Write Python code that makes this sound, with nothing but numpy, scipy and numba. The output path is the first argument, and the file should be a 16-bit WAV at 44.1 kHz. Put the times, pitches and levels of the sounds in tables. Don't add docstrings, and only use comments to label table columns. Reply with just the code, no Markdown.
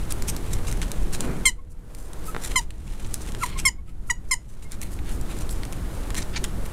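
import sys
import numpy as np
from scipy import signal
from scipy.fft import rfft, irfft
from scipy.io import wavfile
from scipy.ndimage import uniform_filter1d
from numba import njit

SR = 44100
rng = np.random.default_rng(int(sys.argv[2]) if len(sys.argv) > 2 else 0)


def output_pcm(signal):
    pcm = np.clip(np.atleast_2d(signal).T, -1, 1) * 32767
    wavfile.write(sys.argv[1], SR, np.round(pcm).astype(np.int16))


N = 296352
T = np.arange(N) / SR

# f/Hz, level/dB
DULL = [(800, -2.5), (2300, 2), (4000, -1.5), (5500, -18)]
# f/Hz, level/dB
BRIGHT = [(3500, -15), (5500, -2.5), (7800, 0.5), (10000, -1.5), (12500, -10), (16000, -15.5)]
# f/centre frequency, level/dB
SHEEN = [(.45, -17.5), (.8, -5), (1.0, -5), (1.25, -7), (2.1, -25)]


def amp(db):
    return 10 ** (np.asarray(db) / 20)


def rms_one(x):
    return x / np.sqrt(np.mean(x ** 2) + 1e-20)


def coloured(x, points):
    hz, db = np.transpose(points)
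    grid = np.maximum(np.fft.rfftfreq(len(x), 1 / SR), 1)
    return irfft(rfft(x) * amp(np.interp(np.log(grid), np.log(hz), db, -90, -90)), len(x))


def noise(colour):
    return rms_one(coloured(rng.standard_normal(N), colour))


def drift(rate_hz):
    r = np.exp(-2 * np.pi * rate_hz / SR)
    return rms_one(signal.lfilter([1], [1, -2 * r, r * r], rng.standard_normal(N + SR))[SR:])


def swell(peak_s, length_s, t=T):
    late = (t - peak_s) / length_s
    return np.exp(-.5 * np.abs(late / np.where(late < 0, .3, .48)) ** 1.63)


def rise(x):
    return .5 + .5 * np.tanh(x / 2)


def wind():
    # t/s, level/dB
    gusts = [(0, -24.5), (.6, -22), (.9, -24), (1.3, -26), (1.6, -26), (2, -30.5), (2.5, -25.5), (3.4, -23),
             (4, -26), (4.3, -23.5), (4.6, -28.5), (4.9, -25), (5.8, -26), (6.72, -26.5)]
    # f/Hz, level/dB
    rumble_colour = [(7.1, 19.5), (12, 2.5), (37, 1.5), (70, -7), (187, -15), (260, -21), (328, -19.5),
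                     (500, -30.5), (650, -55), (1100, -120)]
    # f/Hz, level/dB
    rush_colour = [(90, -3), (170, 2), (900, -21), (2500, -28)]
    rumble = noise(rumble_colour) * amp(np.interp(T, *np.transpose(gusts)) + 1.5 * drift(5.5))
    rush = noise(rush_colour) * amp(-27) * swell(peak_s=1.27, length_s=0.17)
    return rumble + rush


def distance():
    # f/Hz, level/dB
    wash_colour = [(88, -23), (150, -4), (555, -8.5), (662, -10), (1360, -15), (2550, -24.5), (5680, -29),
                   (10000, -26.5), (15100, -34), (16000, -36.5)]
    wash = noise(wash_colour) * amp(-41 + .8 * drift(3))
    hum_hz = 484
    hum = amp(-46 + 2 * drift(8)) * swell(peak_s=1.65, length_s=1.1) * np.sin(2 * np.pi * hum_hz * T)
    return wash + hum


def rubbing():
    # t/s, level/dB
    fidget = [(0, -53.5), (1.1, -54), (1.7, -56.5), (2.1, -57), (3, -46), (3.5, -54.5), (4, -56.5),
              (4.6, -54), (6.72, -58)]
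    # peak t/s, length/s, dull level/dB, bright level/dB, sheen f/Hz
    scuffs = [(0.112, 0.014, -40, -33, 8200), (0.123, 0.0016, -27, -15.5, 10000),
              (0.288, 0.019, -36, -25.5, 8400), (0.513, 0.015, -44, -42, 8500),
              (0.535, 0.009, -39.5, -28, 7980), (0.682, 0.026, -39, -35.5, 7700),
              (0.715, 0.0027, -30, -23.5, 8700), (0.828, 0.021, -35.5, -38, 7540),
              (1.14, 0.025, -36.5, -31.5, 7800), (1.227, 0.057, -43, -43.5, 8100),
              (1.713, 0.025, -64, -37.5, 8650), (1.997, 0.12, -70, -43, 9000),
              (2.276, 0.05, -54, -38, 9800), (2.445, 0.047, -38.5, -33, 8400),
              (2.516, 0.038, -40, -41, 8100), (2.618, 0.031, -39, -35, 8370),
              (3.049, 0.0059, -32.5, -36.5, 6200), (3.14, 0.048, -63, -41, 8250),
              (3.219, 0.016, -46, -35, 7600), (3.44, 0.067, -47, -34, 8500),
              (3.488, 0.17, -40.5, -85, 7700), (3.592, 0.022, -29.5, -26.5, 7950),
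              (3.887, 0.038, -37, -40, 8750), (4.083, 0.028, -66, -40, 9300), (4.292, 0.03, -67, -44, 8000),
              (4.506, 0.056, -47, -40, 8150), (4.634, 0.021, -35.5, -32, 8200),
              (4.726, 0.031, -38.5, -37.5, 7940), (4.831, 0.038, -37, -35, 9650),
              (4.926, 0.05, -53, -43, 9000), (5.079, 0.045, -41, -44.5, 8700),
              (5.132, 0.05, -55, -43, 9150), (5.308, 0.047, -43.5, -46, 8700),
              (5.416, 0.021, -43.5, -38, 7500), (5.512, 0.041, -59, -40, 9000),
              (6.177, 0.041, -36, -33.5, 7600), (6.222, 0.0082, -42, -36, 5600),
              (6.35, 0.03, -39.5, -51, 5400), (6.368, 0.014, -25, -27, 5700),
              (6.443, 0.012, -33, -35, 8300), (6.659, 0.011, -41.5, -40, 8960)]
    grains = rng.standard_normal((2, N)) * amp(3.9 * np.minimum(rng.exponential(1, N), 5) + 2.6 * drift(90))
    snags = 28 * rng.standard_normal(N) * (rng.random(N) < 14 / SR)
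    restless = amp(np.interp(T, *np.transpose(fidget)) + 2.8 * drift(12))
    fur = 1.03 * rms_one(coloured(grains[0], DULL)) + rms_one(coloured(grains[1] + snags, BRIGHT))
    out = restless * fur
    for s, length_s, dull_db, bright_db, hz in scuffs:
        on = slice(max(round(s * SR) - 4096, 0), round(s * SR) + 4096)
        dull = rms_one(coloured(grains[1, on], DULL))
        bright = rms_one(coloured(grains[0, on], np.multiply(SHEEN, [hz, 1])))
        stroke = swell(s, length_s, T[on]) * (amp(dull_db) * dull + amp(bright_db) * bright)
        bounce_s = rng.uniform(.0003, .0011)
        out[on] += stroke + .35 * np.roll(stroke, round(bounce_s * SR))
    return out


def ticks():
    # t/s, dull peak/dB, bright peak/dB
    clicks = [(0.223, -23.5, -20.5), (0.3648, -27.5, -22), (0.6988, -60, -41.5), (0.7263, -28, -17.5),
              (0.8172, -20.5, -18.5), (0.917, -28, -16), (1.2067, -20, -9.5), (1.949, -26, -16.5),
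              (2.133, -27, -20), (2.706, -17, -16.5), (3.0716, -44, -29), (3.1419, -19.5, -7),
              (3.321, -26.5, -24), (3.349, -20.5, -24.5), (4.7196, -38.5, -12), (4.8161, -26, -10.5),
              (4.9903, -25.5, -41), (5.2124, -40, -23), (5.3886, -41, -24.5), (5.493, -26.5, -23),
              (5.634, -23, -30), (5.652, -29, -26), (5.7254, -28.5, -22.5), (5.7308, -29, -28),
              (6.1048, -24.5, -22.5), (6.1455, -22, -21), (6.1525, -22, -23), (6.4415, -22.5, -16.5)]
    out, size = np.zeros(N), 512
    decay = np.exp(-T[:size] / 0.00058) + amp(-14.5) * np.exp(-T[:size] / 0.0042)
    for s, dull_db, bright_db in clicks:
        burst = rng.standard_normal(size) * decay
        at = round(s * SR) - 20
        for db, colour in ((dull_db, DULL), (bright_db, BRIGHT)):
            part = np.roll(coloured(np.roll(burst, 40), colour), -20)
            out[at:at + size] += amp(db) * part / np.abs(part).max()
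    return out


def squeaker():
    # dip f/Hz, dip gain/dB, odd lift/dB, octave lift/dB
    squeaks = [(1.4545, 0.044, 1069, 101, 0.00074, 0.0014, -29, -15, 5230, -6, -0.5, 0.5),
               (2.558, 0.04, 1046, 110, 0.00041, 0.0017, -19.5, -21, 6440, -1, 3, -2.5),
               (3.433, 0.01, 985, 6.1, 0.0023, 0.0016, -16, -22, 6900, -29, -4, 3.5),
               (3.652, 0.04, 1096, 127, 0.00038, 0.0021, -22.5, -18.5, 3840, -10, 5, 6),
               (4.099, 0.016, 980, 20, 0.00093, 0.0093, -17, -11, 3770, -7, -2.7, -0.2),
               (4.311, 0.032, 1064, 97, 0.0003, 0.0027, -18, -13, 3550, -25, 4.5, 4.3)]
    reed = [2, -8, -7.5, -9, -8.5, -3.5, -6.5, -8.5, -13, -19, -30, -32, -29]
    whistle_hz, scoop_hz, scoop_s = 1370, 39.3, 0.0024
    fade_db_per_s, octave_fade_db_per_s, ring_on_s = 38.5, 76.5, 0.0064
    out, effort = np.zeros(N), np.zeros(N)
    flutter_db = 3.5 * drift(49)
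    for (s, length_s, hz, sag_hz, catch_s, build_s, fundamental_db, overtone_db,
         dip_hz, dip_db, odd_db, octave_db) in squeaks:
        on = slice(round(s * SR) - 2048, round(s * SR) + 4096)
        t = T[on] - s
        caught = t / catch_s
        release_s = 0.00027 + 0.98 * catch_s
        sag = sag_hz * np.clip(t / length_s, 0, 1.2) ** 1.7
        scoop = scoop_hz * np.exp(-np.abs(t) / scoop_s)
        pitch = hz - sag - scoop + (whistle_hz - hz) * rise(-caught)
        phase = 2 * np.pi * np.cumsum(pitch) / SR

        overtones = np.zeros(len(t))
        for k, db in enumerate(reed, 2):
            lift = odd_db * (k % 2) + (octave_db - octave_fade_db_per_s * t) * (k == 2)
            dip = dip_db * np.exp(-np.log(k * pitch / dip_hz) ** 2 / 0.022)
            flutter = np.roll(flutter_db, 3001 * k)[on]
            onset = rise(2 * caught - 0.6 * (k - 4))
            overtones += amp(db + lift + dip + flutter) * onset * np.cos(k * phase - 0.14 * k * k)
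        gate = rise(caught) * rise((length_s - t) / release_s) ** 2
        build = 1 - 0.51 * np.exp(-np.maximum(t, 0) / build_s)
        effort[on] = amp(overtone_db - fade_db_per_s * t) * gate * build

        tone_gate = rise(caught / 4.2 + 1) ** 2 * rise((length_s + ring_on_s - t) / release_s)
        tone_level = amp(fundamental_db - 3 * rise(caught - 2)) * tone_gate
        tone = np.cos(phase) + amp(-11.5) * rise(-caught) * np.cos(2 * phase)
        out[on] -= np.sqrt(2) * (tone_level * tone + effort[on] * overtones)
    return out + escaping_air(effort)


def escaping_air(effort):
    linger = np.exp(-1 / (0.0099 * SR))
    flow = signal.lfilter([1 - linger], [1, -linger], effort + 1e-18)
    hiss = amp(-9.5) * flow * noise(np.multiply(SHEEN, [8000, 1]))
    puff = amp(-16) * np.maximum(effort - flow, 0) * noise(DULL)
    return hiss + puff


def whistles():
    # t/s, f/Hz, level/dB, octave level/dB
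    peeps = [(1.594, 1080, -32.5, -44), (2.288, 1285, -31, -48), (3.565, 1067, -34.5, -44),
             (3.79, 1100, -36, -37), (3.886, 1290, -38.5, -69), (4.658, 1070, -52, -41)]
    out, length_s = np.zeros(N), 0.017
    for s, hz, db, octave_db in peeps:
        on = np.abs(T - s) < 2 * length_s
        phase = 2 * np.pi * hz * T[on]
        tone = amp(db) * np.sin(phase) + amp(octave_db) * np.sin(2 * phase)
        out[on] += np.sqrt(2) * swell(s, length_s, T[on]) * tone
    return out


def knocks():
    # t/s, level/dB
    paws = [(2.348, -22), (2.365, -19)]
    # f/Hz, level/dB, T60/s
    board = [(460, -5, 0.028), (1360, 13.5, 0.0022), (1940, -20, 0.012), (3580, -15.5, 0.015)]
    out = np.zeros(N)
    for hz, mode_db, t60 in board:
        blows = np.full(N, 1e-18)
        for s, db in paws:
            blows[round(s * SR)] = amp(db + mode_db)
        r, w = amp(-60 / (t60 * SR)), 2 * np.pi * hz / SR
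        out += signal.lfilter([0, np.sin(w)], [1, -2 * r * np.cos(w), r * r], blows)
    return out


def yard(x):
    wet_db, t60_s, cut_hz = -14, 0.2, 9200
    t = T[:SR // 2]
    tail = amp(wet_db - 60 * t / t60_s) * rng.standard_normal(len(t)) / np.sqrt(t60_s * SR / 14)
    return signal.lfilter(*signal.butter(1, cut_hz, fs=SR), signal.fftconvolve(x, tail)[:N])


def scene():
    # f/Hz, level/dB
    width = [(20, -61.5), (500, -46), (4000, -36.5), (9000, -32.5), (16000, -13.5)]
    play = squeaker() + whistles() + rubbing() + ticks() + knocks()
    mid = play + yard(play) + wind() + distance()
    side = coloured(np.roll(mid, 37), width)
    return np.array([mid + side, mid - side])


@njit
def gain_control(level_db, limit_db, pull_per_s, recover_s, deepest_db, glide_s):
    pull, recover, glide = pull_per_s / SR, np.exp(-1 / (recover_s * SR)), 1 / (glide_s * SR)
    wanted, gain, out = 0., 0., np.zeros(len(level_db))
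    for i in range(len(level_db)):
        over = level_db[i] + gain - limit_db
        wanted = wanted - pull * over if over > 0 else wanted * recover
        gain += glide * (max(wanted, deepest_db) - gain)
        out[i] = gain
    return out


def record(dry):
    bass_hz, key_hz, ceiling, stop_hz = 110, 600, .48, 16536
    bass = signal.lfilter(*signal.butter(1, bass_hz, fs=SR), dry)
    key = signal.sosfilt(signal.butter(2, key_hz, "high", fs=SR, output="sos"), dry.mean(0))
    level_db = 10 * np.log10(uniform_filter1d(key ** 2, size=221) + 1e-12)
    gain_db = gain_control(level_db, limit_db=-25., pull_per_s=90., recover_s=.35,
                           deepest_db=-21.5, glide_s=.046)
    ducked = amp(0.34 * gain_db) * bass + amp(gain_db) * (dry - bass)
    rounded = ceiling * np.tanh(ducked / ceiling)
    return signal.sosfilt(signal.cheby2(12, 60, stop_hz, fs=SR, output="sos"), rounded)


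dry = scene()
out = record(dry)
output_pcm(out)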